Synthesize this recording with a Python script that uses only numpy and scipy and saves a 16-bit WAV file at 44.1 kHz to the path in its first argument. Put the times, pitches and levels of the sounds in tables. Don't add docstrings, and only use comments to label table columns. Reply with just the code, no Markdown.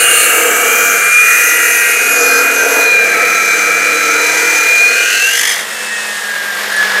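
import sys
import numpy as np
from scipy import signal
from scipy.fft import rfft, irfft
from scipy.io import wavfile
from scipy.ndimage import uniform_filter1d

SR = 44100
rng = np.random.default_rng(int(sys.argv[2]) if len(sys.argv) > 2 else 0)


def int16_out(signal):
    q = np.round(np.clip(np.atleast_2d(signal).T, -1, 1) * 32767)
    wavfile.write(sys.argv[1], SR, q.astype(np.int16))


def elevation(decibels):
    levels = np.asarray(decibels, float)
    return 10 ** (levels / 20)


N = 308700
STEP = 64
DISC_PER_SHAFT = 8 / 35
SWITCH_OFF_S = 5.5
STEADY_DB = 0.3

WHINE_ORDERS = (14, 14, 14, 8, 8.56, 7.8, 24, 1.003)
RIPPLE_HZ = (0, 100, -100, 0, 0, 0, 0, 0)
# time_s [s], level_db [dB]
COAST = [
    (5.52, -30),
    (5.7, -33),
    (6.3, -33.5),
    (6.55, -31),
    (6.85, -27),
    (7, -25.5),
]


def unit(x):
    return x / np.sqrt(np.mean(x ** 2))


def columns(table):
    s, *cols = np.transpose(table)
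    return [np.interp(np.arange(N) / SR, s, c) for c in cols]


def window(t0, t1, fade):
    t = np.arange(N) / SR
    return np.clip(np.minimum(t - t0, t1 - t) / fade, 0, 1)


def bumps(t, table):
    return sum(db * np.exp(-((t - s) / half) ** 2) for s, half, db in table)


def walk(rate):
    hold = max(int(SR / STEP / rate), 1)
    held = np.repeat(rng.standard_normal(N // STEP // hold + 2), hold)
    return 1.01 * uniform_filter1d(uniform_filter1d(held, hold), hold)[:N // STEP + 2]


def fine_grid(slow):
    return np.interp(np.arange(N) / STEP, np.arange(len(slow)), slow)


def sway(db, rate):
    return fine_grid(elevation(db * walk(rate)))


def steep_mode(x, hz, width):
    b, a = signal.iirpeak(hz, hz / (1.5 * width), SR)
    return signal.sosfilt([[*b, *a]] * 2, x)


def ring(x, modes, drift_db):
    out = 0
    for k, (hz, width, db) in enumerate(modes):
        out = out + (-1) ** k * elevation(db) * sway(drift_db, 4.03) * steep_mode(x, hz, width)
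    return unit(out)


def response(hz, modes):
    return np.abs(sum(elevation(db) / (1 + 2j * (hz - centre_hz) / width) for centre_hz, width, db in modes))


def colour(x, points):
    hz, db = np.transpose(points)
    f = np.arange(N // 2 + 1) * SR / N + 1
    gain = elevation(np.interp(np.log(f), np.log(hz), db, -90, -90))
    return unit(irfft(rfft(x) * gain, N))


def grit(turns, repeat, wear_turns, scatter=0.5):
    cells = 1024
    wear = turns / wear_turns
    patterns = rng.standard_normal((128, cells))
    row = wear.astype(int) % 127
    fade = np.sin(wear % 1 * np.pi / 2)
    cell = (turns % 1 * cells).astype(int)
    worn = np.sqrt(1 - fade ** 2) * patterns[row, cell] + fade * patterns[row + 1, cell]
    share = np.clip(repeat, 0, 1)
    fresh = rng.standard_normal(N) * np.exp(scatter * rng.standard_normal(N))
    return np.sqrt(share) * worn + np.sqrt(1 - share) * unit(fresh)


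def shaft():
    # time_s [s], shaft_hz [Hz]
    loaded_speed = [(0, 153.6), (.27, 154), (.55, 160.3), (.75, 166.3), (.95, 168.8), (1.07, 170.5),
                    (1.25, 174.3), (1.5, 176), (2, 177), (2.3, 174.7), (2.68, 176.3), (2.85, 174.8),
                    (3.25, 166.2), (3.6, 167.3), (4.25, 166.2), (4.6, 172.6), (4.8, 172.9), (5.18, 184.3)]
    inertia_s, race_hz_per_s = 0.09, 133
    idle_hz, slowing_from_s, slowing_hz_per_s = 225.5, 5.56, 20.6
    t = np.arange(N) / SR
    racing = uniform_filter1d(columns(loaded_speed)[0], size=int(inertia_s * SR))
    racing = racing + race_hz_per_s * np.maximum(t - loaded_speed[-1][0], 0)
    return np.minimum(racing, idle_hz - slowing_hz_per_s * np.maximum(t - slowing_from_s, 0))


def cut(turns):
    # time_s [s], depth [0-1]
    runout = [
        (0, 0.05),
        (5.05, 0.12),
        (5.3, 0.28),
        (5.66, 0.98),
    ]
    # pitch_hz [Hz], width_hz [Hz], level_db [dB]
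    base_modes = [(244, 19, -17.5), (325.6, 64, -13), (471, 52.6, 2), (692, 81, -6), (849, 64, -12),
                  (994, 390, -18.5)]
    tube_modes = [(1164, 99, -10.5), (1286, 130, -3.5), (1416, 194, -3), (1602, 133, 1.5), (1793, 88, -8)]
    wall_modes = [(1930, 160, 4), (2087, 73, 1), (2307, 206, 0.5), (2590, 120, -10.5)]
    guard_modes = [(2786, 203, 15.5), (2897, 76, 14), (3080, 26, 4)]
    rim_modes = [(6140, 180, -6.5), (6485, 60, 0.5), (6070, 580, -10)]
    spark_modes = [(6770, 300, -2), (7530, 710, -3), (8400, 340, -4.5), (9180, 940, -5.5),
                   (14400, 4400, -11.5)]
    disc_sing_modes = [(11130, 740, -2), (11240, 660, 2)]
    plate_free = [(6290, 110, 4), (7230, 77, -2), (7550, 70, 5), (8400, 76, -17), (9100, 70, -5),
                  (9400, 84, -5), (9900, 80, -7)]
    plate_sunk = [(6150, 350, -2), (7650, 71, 0), (9360, 210, -9), (11000, 200, -10), (12300, 210, -14)]
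    seam_modes = [(1573, 33, 0)]
    # time_s [s], half_length_s [s], level_db [dB]
    seam_rings = [(0.301, .12, 4.9), (1.05, .13, 5.5), (1.85, 0.094, 10.6), (2.36, 0.12, 13),
                  (2.63, 0.077, 15), (3, 0.2, 8.8), (3.55, 0.17, 8), (4.1, 0.25, 5.1), (4.7, 0.25, 3.7),
                  (5.1, 0.22, 9.7)]
    # pitch_hz [Hz], level_db [dB per Hz]
    floor_hiss = [(1710, -31), (2900, -4), (3580, -7), (4090, -4), (5010, -5.5), (6180, -3), (6820, -2),
                  (10000, -9.5), (14500, -14.5), (15500, -12)]
    plate_drift_db = 3.5
    tube_db, wall_db, base_db, floor_db, rim_db, spark_db, sing_db, guard_db = body_levels()
    t = np.arange(N) / SR

    depth = np.clip(columns(runout)[0], 0, 1)
    bite = 1 + depth * np.sin(2 * np.pi * turns + fine_grid(1.5 * walk(9.3)))
    ripple = 1 + 0.04 * np.sin(2 * np.pi * 100 * t)
    pressure = bite * ripple * sway(0.59, 17.0) * sway(0.53, 20.5)
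    coarse = grit(turns, 0.52, 9.0) * bite * ripple
    fine = grit(turns, 0.26, 4.0) * pressure

    base = ring(grit(turns, 0.3, 6.0) * bite * sway(0.87, 22), base_modes, 0.96)
    guard = ring(grit(turns, 0.93, 4.0) * bite, guard_modes, STEADY_DB)
    out = elevation(base_db + 2.5) * base + elevation(guard_db - 4.5) * guard
    out += elevation(tube_db - 0.2) * ring(coarse, tube_modes, 1.8)
    out += elevation(wall_db + 2.0) * ring(coarse, wall_modes, 1.8)
    out += elevation(floor_db + 7.5) * colour(grit(turns, 0.19, 5.0) * pressure, floor_hiss)

    out += elevation(rim_db - 3.5) * sway(1.5, 18) * ring(fine, rim_modes, STEADY_DB)
    out += elevation(sing_db - 1.5) * sway(1.5, 18) * ring(fine, disc_sing_modes, STEADY_DB)
    out += elevation(spark_db - 1.0) * ring(fine, spark_modes, 4.0)
    out += sway(2.3, 26) * passing_rings(fine)

    out += elevation(-26 + bumps(t, seam_rings)) * ring(coarse, seam_modes, STEADY_DB)
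    out += elevation(spark_db - 9.5) * ring(fine, plate_free, plate_drift_db)
    out += elevation(-32) * window(2.51, 7.0, 0.2) * ring(fine, plate_sunk, plate_drift_db)
    return out * window(-1.1, 5.66, 0.26)


def body_levels():
    # time_s [s], feed_db on the handle [dB], free_rim_db [dB], rub_db of the disc flanks [dB]
    cut_course = [(0, -0.5, 5, -3), (.19, -2, 5, 1), (.39, 8.5, 5, -4), (.77, 3.5, 1.5, 11),
                  (1.06, -6.5, 2.5, 7.5), (1.2, -12.5, 1.5, 13), (1.34, -5.5, 4.5, 13),
                  (1.99, -3.5, 3, 7.5), (2.2, 3.5, 3, 4), (2.54, 2, -1, -4), (2.79, 8.5, 1, 5),
                  (2.93, -0.5, -9, -16), (3.2, 4.5, -9, -17), (3.4, -3.5, -10, 2), (3.96, -2, -16, -4),
                  (4.49, -4.5, -11, 11), (4.93, -6.5, -30, 3.5), (5.35, -15.5, -4, 7)]
    # level_db [dB], shares of feed, free rim and rub [dB per dB], deepening [dB per s]
    bodies = [
        (-15.5, 0.27, .01, .01, -0.67),
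        (-21, .01, 0.012, 0.056, 0),
        (-25, 0.69, .01, 0.0093, 0.63),
        (-33, 0.024, 0.042, 0.11, 1.57),
        (-21.5, .01, .01, 0.5, -0.57),
        (-14.5, .01, 0.38, 0.21, -4),
        (-23, .01, 1, .01, 0.54),
    ]
    # time_s [s], level_db [dB]
    wall_bite = [(0, -1), (1.1, -2.5), (1.34, 5), (2.05, 0.5), (2.5, 0.5), (2.95, -1.5), (3.15, 3),
                 (3.6, 0), (5.1, 0.5), (5.3, -4.5)]
    # time_s [s], half_length_s [s], level_db [dB]
    clamp_slack = [(.55, 0.35, -0.5), (1.06, 0.18, 5.5), (1.505, 0.11, -2.5), (0.036, 0.076, 1),
                   (1.893, 0.2, -2), (2.297, .15, 0.5), (2.615, 0.082, -3.5), (3.4, 0.13, -1.5),
                   (5.1, 0.15, -0.5)]
    # start_s [s], end_s [s], fade_s [s], level_db [dB]
    faces = [
        (-0.95, 1.11, 0.95, -9.5),
        (0.5, 2.33, 0.4, -24),
        (5, 5.3, 0.14, -14.5),
    ]
    guard_rest_db, bite_on_tube = -29.5, 0.44
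    feed, free, rub = columns(cut_course)
    t = np.arange(N) / SR
    levels = [db + a * feed + b * free + c * rub + slope * t for db, a, b, c, slope in bodies]
    bite_db = columns(wall_bite)[0]
    levels[0] = levels[0] + bite_on_tube * bite_db + bumps(t, clamp_slack)
    levels[1] = levels[1] + bite_db
    guard = elevation(guard_rest_db) + sum(elevation(db) * window(t0, t1, fade) ** 2 for t0, t1, fade, db in faces)
    return levels + [20 * np.log10(guard)]


def passing_rings(scrape):
    # start_s [s], end_s [s], level_db [dB], pitch_hz [Hz], width_hz [Hz]
    ring_spans = [(2.06, 2.48, -24, 5200, 670), (2.12, 2.38, -23, 5750, 500), (2.12, 2.45, -26, 6100, 220),
                  (2.08, 2.32, -22.5, 6900, 250), (-.3, 0.52, -29, 4290, 83), (-.15, .4, -28, 497, 47),
                  (1.9, 2.94, -24, 461, 29), (3.8, 4.8, -31.5, 473, 50), (4.15, 4.78, -32, 856, 84),
                  (.25, 1.2, -30.5, 3150, 65), (.85, 1.25, -23, 2110, 120), (.15, 0.53, -21, 2320, 120),
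                  (4.86, 5.28, -23, 2850, 220), (-.2, .5, -29, 4000, 660), (5.2, 5.62, -33.5, 910, 550),
                  (2.75, 3.1, -28.5, 3960, 100), (4.55, 4.85, -30, 3990, 54), (5.02, 5.28, -28, 4130, 297),
                  (5.1, 5.24, -26, 4300, 270), (2.54, 2.66, -23.5, 6200, 500), (5.27, 5.4, -29, 3200, 350),
                  (1.75, 2.2, -22, 2200, 93)]
    out = np.zeros(N)
    for start, end, db, hz, width in ring_spans:
        span = slice(max(int(start * SR), 0), int(end * SR))
        t = np.arange(N)[span] / SR
        fade = np.clip(np.minimum(t - start, end - t) / (0.3 * (end - start)), 0, 1)
        out[span] += elevation(db) * fade * unit(steep_mode(scrape[span], hz, width))
    return out


def web(turns):
    # time_s [s], level_db [dB]
    web_course = [(5.22, -43), (5.3, -33), (5.37, -18), (5.44, -20), (5.5, -18), (5.54, -21.5),
                  (5.575, -28), (5.592, -22), (5.62, -26), (5.66, -39)]
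    # pitch_hz [Hz], width_hz [Hz], level_db [dB]
    web_modes = [(1940, 230, 6.5), (2850, 53, -5), (3289, 266, 3), (4630, 81, -9), (5200, 240, -1.5),
                 (6104, 165, -2), (6800, 150, -10), (7160, 73, 1), (8300, 410, -8.5), (9440, 310, -6.5),
                 (10800, 510, -10), (12400, 400, -14)]
    burst = np.exp(0.45 * np.sin(2 * np.pi * turns + 1.2)) * sway(1.2, 40)
    rattle = ring(rng.standard_normal(N) * burst, web_modes, STEADY_DB)
    return elevation(columns(web_course)[0] + 5.5) * rattle * window(5.2, 5.68, 0.042)


def motor(shaft_hz, levels_db):
    whine_throb = (0.091, 0.039, 0.35, 0.3, 0.23, 0.23, 0.22, 0.05)
    # multiple of shaft, level_db [dB], pitch_hz [Hz], width_hz [Hz]
    resonant_orders = [(16, -21, 2925, 142), (16.15, -20.5, 2470, 140), (11.98, -27, 2610, 76),
                       (0.99, -47, 166, 9.67), (9.48, -29, 1896, 160), (47.8, -37, 8000, 260)]
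    # start_s [s], end_s [s], multiple of disc, level_db [dB]
    disc_hum = [(0.37, 1.1, 5, -45), (.2, 1.17, 6, -49), (0.24, 1.05, 7, -38.5), (1.33, 1.89, 8, -36.5),
                (1.968, 3.206, 6, -40.5), (1.95, 2.92, 7, -33), (2.94, 4.2, 6, -44), (2.75, 3.86, 5, -44.5),
                (3.42, 4.773, 8, -36), (1.4, 2.149, 24, -37), (2.35, 3.04, 24, -34.5),
                (3.005, 5.1, 26, -44), (3.97, 4.952, 23, -36.5), (4.11, 4.599, 25, -29.5),
                (1.48, 2.03, 47, -18), (1.26, 2.23, 57, -25), (1.75, 2.3, 70, -40)]
    turns, t, out = np.cumsum(shaft_hz) / SR, np.arange(N) / SR, 0
    disc = 2 * np.pi * DISC_PER_SHAFT * turns
    live = window(-1.1, SWITCH_OFF_S, 0.082)
    for order, ripple, throb, db in zip(WHINE_ORDERS, RIPPLE_HZ, whine_throb, levels_db):
        pulse = 1 + throb * np.sin(disc + fine_grid(3.2 * walk(12)))
        swell = elevation(db) * sway(0.93 + 6.7 * throb, 30) * pulse
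        if order > 9:
            swell = swell * live
        jitter = fine_grid((0.35 + throb) * walk(25))
        out = out + swell * np.sin(2 * np.pi * (order * turns + ripple * t) + jitter)
    for order, db, hz, width in resonant_orders:
        near = elevation(db) * sway(2.2, 14) / (1 + (2 * (order * shaft_hz - hz) / width) ** 2)
        out = out + near * np.sin(2 * np.pi * order * turns + fine_grid(0.2 * walk(25)))
    for start, end, order, db in disc_hum:
        span = slice(int(start * SR), int(end * SR))
        fade = np.clip(np.minimum(t[span] - start, end - t[span]) / 0.17, 0, 1)
        out[span] += elevation(db) * fade * np.sin(order * disc[span])
    return np.sqrt(2) * out


def whine_levels(shaft_hz):
    loaded_db = (-1.5, -9, -11, -1.5, -9.5, -10, -28, -70)
    free_db = (-22, -40, -26.5, -12, -4.5, -8, -50, -27.5)
    line_wander_db = (.7, .6, 1, 1, 1.5, 1.5, .8, 1.1)
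    # pitch_hz [Hz], width_hz [Hz], level_db [dB]
    housing = [(2270, 89, -42), (2321, 135, -17), (2427, 57, -9.5), (2686, 107, -11.5), (2840, 27, -18)]
    gearbox = [(1327, 66, -26.5), (1446, 52, -24), (1594, 118, -16.5), (1680, 120, -23)]
    raised_arm = [(210, 74, -17), (1640, 73, -22.5), (1710, 68, -27), (1850, 88.4, -25.5)]
    brush_modes = [(3935, 127, -0.24), (4290, 280, -1.2)]
    # time_s [s], half_length_s [s], level_db [dB]
    grips = [
        [(.25, 0.34, -14), (.8, 0.11, 1), (1.22, 0.11, 3.5), (1.62, 0.17, -3), (2.3, 0.24, 0.5),
         (2.97, 0.12, 3.5), (4.05, 0.2, -6), (4.6, 0.097, -1), (4.85, 0.06, 4), (5, 0.064, 2), (5.3, 0.06, 1),
         (5.43, 0.059, -18)],
        [(.15, 0.24, 1.5), (.38, 0.066, 1), (.78, 0.11, 2), (1.9, 0.3, 9), (3.25, 0.07, 1), (4.33, 0.092, 0),
         (5.16, 0.065, 4), (5.42, 0.058, -25)],
        [(.6, 0.22, -8), (1.55, 0.16, 3), (1.9, 0.12, 2.5), (2.3, 0.18, -12), (2.85, .3, -1), (4.4, .1, -3),
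         (5, 0.09, 4), (5.3, 0.045, 7), (5.43, .05, -12)],
        [(2.3, 0.15, -3), (3, .08, -19), (3.4, 0.3, 4), (4.1, 0.074, 6.5), (4.75, 0.19, -9), (5.38, 0.17, -11)],
        [(.35, 0.06, 7.5), (.8, 0.37, 9), (2.3, 0.26, -3), (3.7, 0.13, 9), (4.15, 0.065, 9), (4.45, 0.047, 9),
         (5.82, .05, -12), (5.95, 0.06, 5.5), (6.3, 0.23, 3.5), (6.815, 0.066, 9.5), (6.89, .03, -3),
         (6.97, 0.043, 6.5)],
        [(.65, 0.18, 6), (1.1, .2, -1.5), (2.45, 0.053, 14.5), (3.2, 0.078, 10.5), (3.75, 0.13, 8),
         (4.62, 0.075, 12), (5.75, 0.1, 4), (6.05, .06, 4), (6.33, 0.083, 5.5), (6.53, 0.068, 7.5),
         (6.66, 0.039, -10), (6.9, .06, -8)],
        [(2.33, 0.15, 17), (2.85, 0.046, 12), (3.1, 0.095, 8), (3.38, .1, 0), (4, 0.11, 4), (4.28, 0.13, 9),
         (4.9, 0.067, 3), (5.12, .12, -16), (3.55, 0.11, -1), (2.95, .05, 7), (3.2, 0.054, 0)],
        [],
    ]
    brush_full_s, brush_db_per_s = 3.63, 10
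    arm_up_s, arm_rise_s = 5.9, 0.47
    t = np.arange(0, N + STEP, STEP) / SR
    hz = np.append(shaft_hz[::STEP], shaft_hz[-1])
    loaded = np.clip((SWITCH_OFF_S + 0.1 - t) / 0.12, 0, 1)
    raised = np.clip(1 - (arm_up_s - t) / arm_rise_s, 0, 1)
    coast = elevation(np.interp(t, *np.transpose(COAST)) + 34) * raised
    brush = elevation(-brush_db_per_s * np.maximum(brush_full_s - t, 0))
    levels = []
    for order, ripple, on_db, off_db, wander_db, grip in zip(WHINE_ORDERS, RIPPLE_HZ, loaded_db, free_db,
                                                             line_wander_db, grips):
        f = order * hz + ripple
        if order > 20:
            body = brush * response(f, brush_modes)
        else:
            body = response(f, housing if order > 9 else gearbox)
        gain = elevation(on_db) * loaded * body + elevation(off_db) * coast * response(f, raised_arm)
        swell_db = bumps(t, grip) + wander_db * walk(4.89)[:len(t)]
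        levels.append(fine_grid(20 * np.log10(gain + 1e-9) + swell_db))
    return levels


def chatter(shaft_hz, brush_db):
    # start_s [s], end_s [s]
    shifts = [
        (2.7, 3.69),
        (4.8, 5.25),
    ]
    breadth_hz = 110
    phase = 2 * np.pi * WHINE_ORDERS[6] * np.cumsum(shaft_hz) / SR
    wobble = fine_grid(walk(breadth_hz) + 1j * walk(breadth_hz))
    active = sum(window(t0, t1, 0.1) for t0, t1 in shifts)
    return elevation(brush_db + 2.5) * active * np.real(wobble * np.exp(1j * phase))


def fan(turns):
    # pitch_hz [Hz], level_db [dB per Hz]
    fan_low = [(120, -23), (200, -20), (291, -19.5), (473, -5.5), (697, -7.5), (1040, -6.5), (1220, -5.5),
               (1780, 0.5), (2200, -5), (2800, -16), (3640, -13), (6160, -120)]
    fan_high = [(1650, -20), (2800, -2), (4930, -7.5), (6110, -9), (7570, -10), (8250, -10.5),
                (10600, -14.5), (13000, -14.5), (15500, -21)]
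    # pitch_hz [Hz], width_hz [Hz], level_db [dB]
    cowl_modes = [(3760, 49, 1), (4700, 42, 3), (5300, 350, -8), (6460, 59.4, 1), (6800, 174, -3),
                  (8230, 74, 0), (8960, 79, -12), (9900, 89, -4), (10800, 262, -9), (11900, 96, -12)]
    # time_s [s], half_length_s [s], level_db [dB], band_hz [Hz], width_hz [Hz]
    vents = [
        (5.95, 0.32, 7, 8700, 3500),
        (5.95, 0.12, -9, 12300, 4100),
        (6.56, .2, 3.5, 11900, 3000),
        (6.82, 0.22, 4, 4800, 3100),
    ]
    low_db = columns(COAST)[0]
    high_db = -20.5 + 0.35 * low_db
    t = np.arange(N) / SR
    throb = (1 + 0.097 * np.sin(2 * np.pi * turns)) * sway(1.0, 25)
    low = colour(grit(turns, 0.33, 5.0) * throb, fan_low)
    air = rng.standard_normal(N) * throb
    high = colour(air, fan_high) + elevation(-15) * ring(air, cowl_modes, 1.5)
    for s, half, db, hz, width in vents:
        band = signal.lfilter(*signal.iirpeak(hz, hz / width, SR), high)
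        high = high - (1 - elevation(db)) * np.exp(-((t - s) / half) ** 2) * band
    return (elevation(low_db + 10.0) * low + elevation(high_db + 6.5) * high) * window(5.375, 8.1, 0.19)


def knocks():
    # time_s [s], peak_db [dB], pitch_hz [Hz]
    arm_hits = [
        (5.548, -11, 1998),
        (5.568, -1, 1930),
        (5.592, -2, 1930),
        (5.896, -4, 1850),
        (6.728, 2, 1710),
        (6.829, 6, 1700),
        (6.904, -14, 1832),
    ]
    out, t = np.zeros(N), np.arange(2048) / SR
    for s, db, hz in arm_hits:
        crack = 0.15 * rng.standard_normal(2048) * np.exp(-t / 0.0011)
        hit = np.sin(2 * np.pi * hz * t) * np.exp(-t / 0.0016) + crack
        out[int(s * SR):int(s * SR) + 2048] += elevation(db - 3) * hit * np.clip(t / 0.0006, 0, 1)
    return out


def ticks():
    # time_s [s], peak_db [dB]
    catch_ticks = [
        (6.729, -17),
        (6.763, -12),
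    ]
    tick_hz, decay_s, rise_s = 9370, 0.0054, 0.0015
    out, t = np.zeros(N), np.arange(2048) / SR
    tick = np.sin(2 * np.pi * tick_hz * t) * np.exp(-t / decay_s) * (1 - np.exp(-t / rise_s))
    for s, db in catch_ticks:
        out[int(s * SR):int(s * SR) + 2048] += elevation(db) * tick
    return out


def echoes(hits):
    t = np.arange(8192) / SR
    tail = rng.standard_normal(8192) * np.exp(-t / 0.037)
    return elevation(-48.0) * signal.fftconvolve(hits, tail)[:N]


def rumble():
    # pitch_hz [Hz], level_db [dB per Hz]
    floor_rumble = [(18, -60), (30, -37), (70, 0.5), (129, -17), (156, -1.5), (220, 5), (290, -30),
                    (480, -120)]
    return elevation(-50.5) * colour(rng.standard_normal(N), floor_rumble)


def scene():
    shaft_hz = shaft()
    levels_db = whine_levels(shaft_hz)
    turns = np.cumsum(shaft_hz * DISC_PER_SHAFT) / SR
    saw = cut(turns) + web(turns) + motor(shaft_hz, levels_db) + chatter(shaft_hz, levels_db[6]) + fan(turns)
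    hits = knocks() + ticks()
    hits = hits + echoes(hits)
    no_bass = signal.butter(4, 150, "highpass", fs=SR, output="sos")
    mono = signal.sosfilt(no_bass, saw + hits) + rumble()
    return np.array([mono, mono])


def roll_off(x):
    return signal.sosfilt(signal.butter(12, 15640, fs=SR, output="sos"), x)


def record(dry):
    no_top = signal.ellip(8, 0.2, 60, 15650, fs=SR, output="sos")
    no_bass = signal.butter(2, 60, "highpass", fs=SR, output="sos")
    rounded = np.tanh(0.7 * dry[0]) / 0.7
    mono = np.clip(signal.sosfilt(np.vstack([no_top, no_bass]), rounded), -0.97, 0.97)
    return roll_off(np.array([mono, mono]))


dry = scene()
out = record(dry)
int16_out(out)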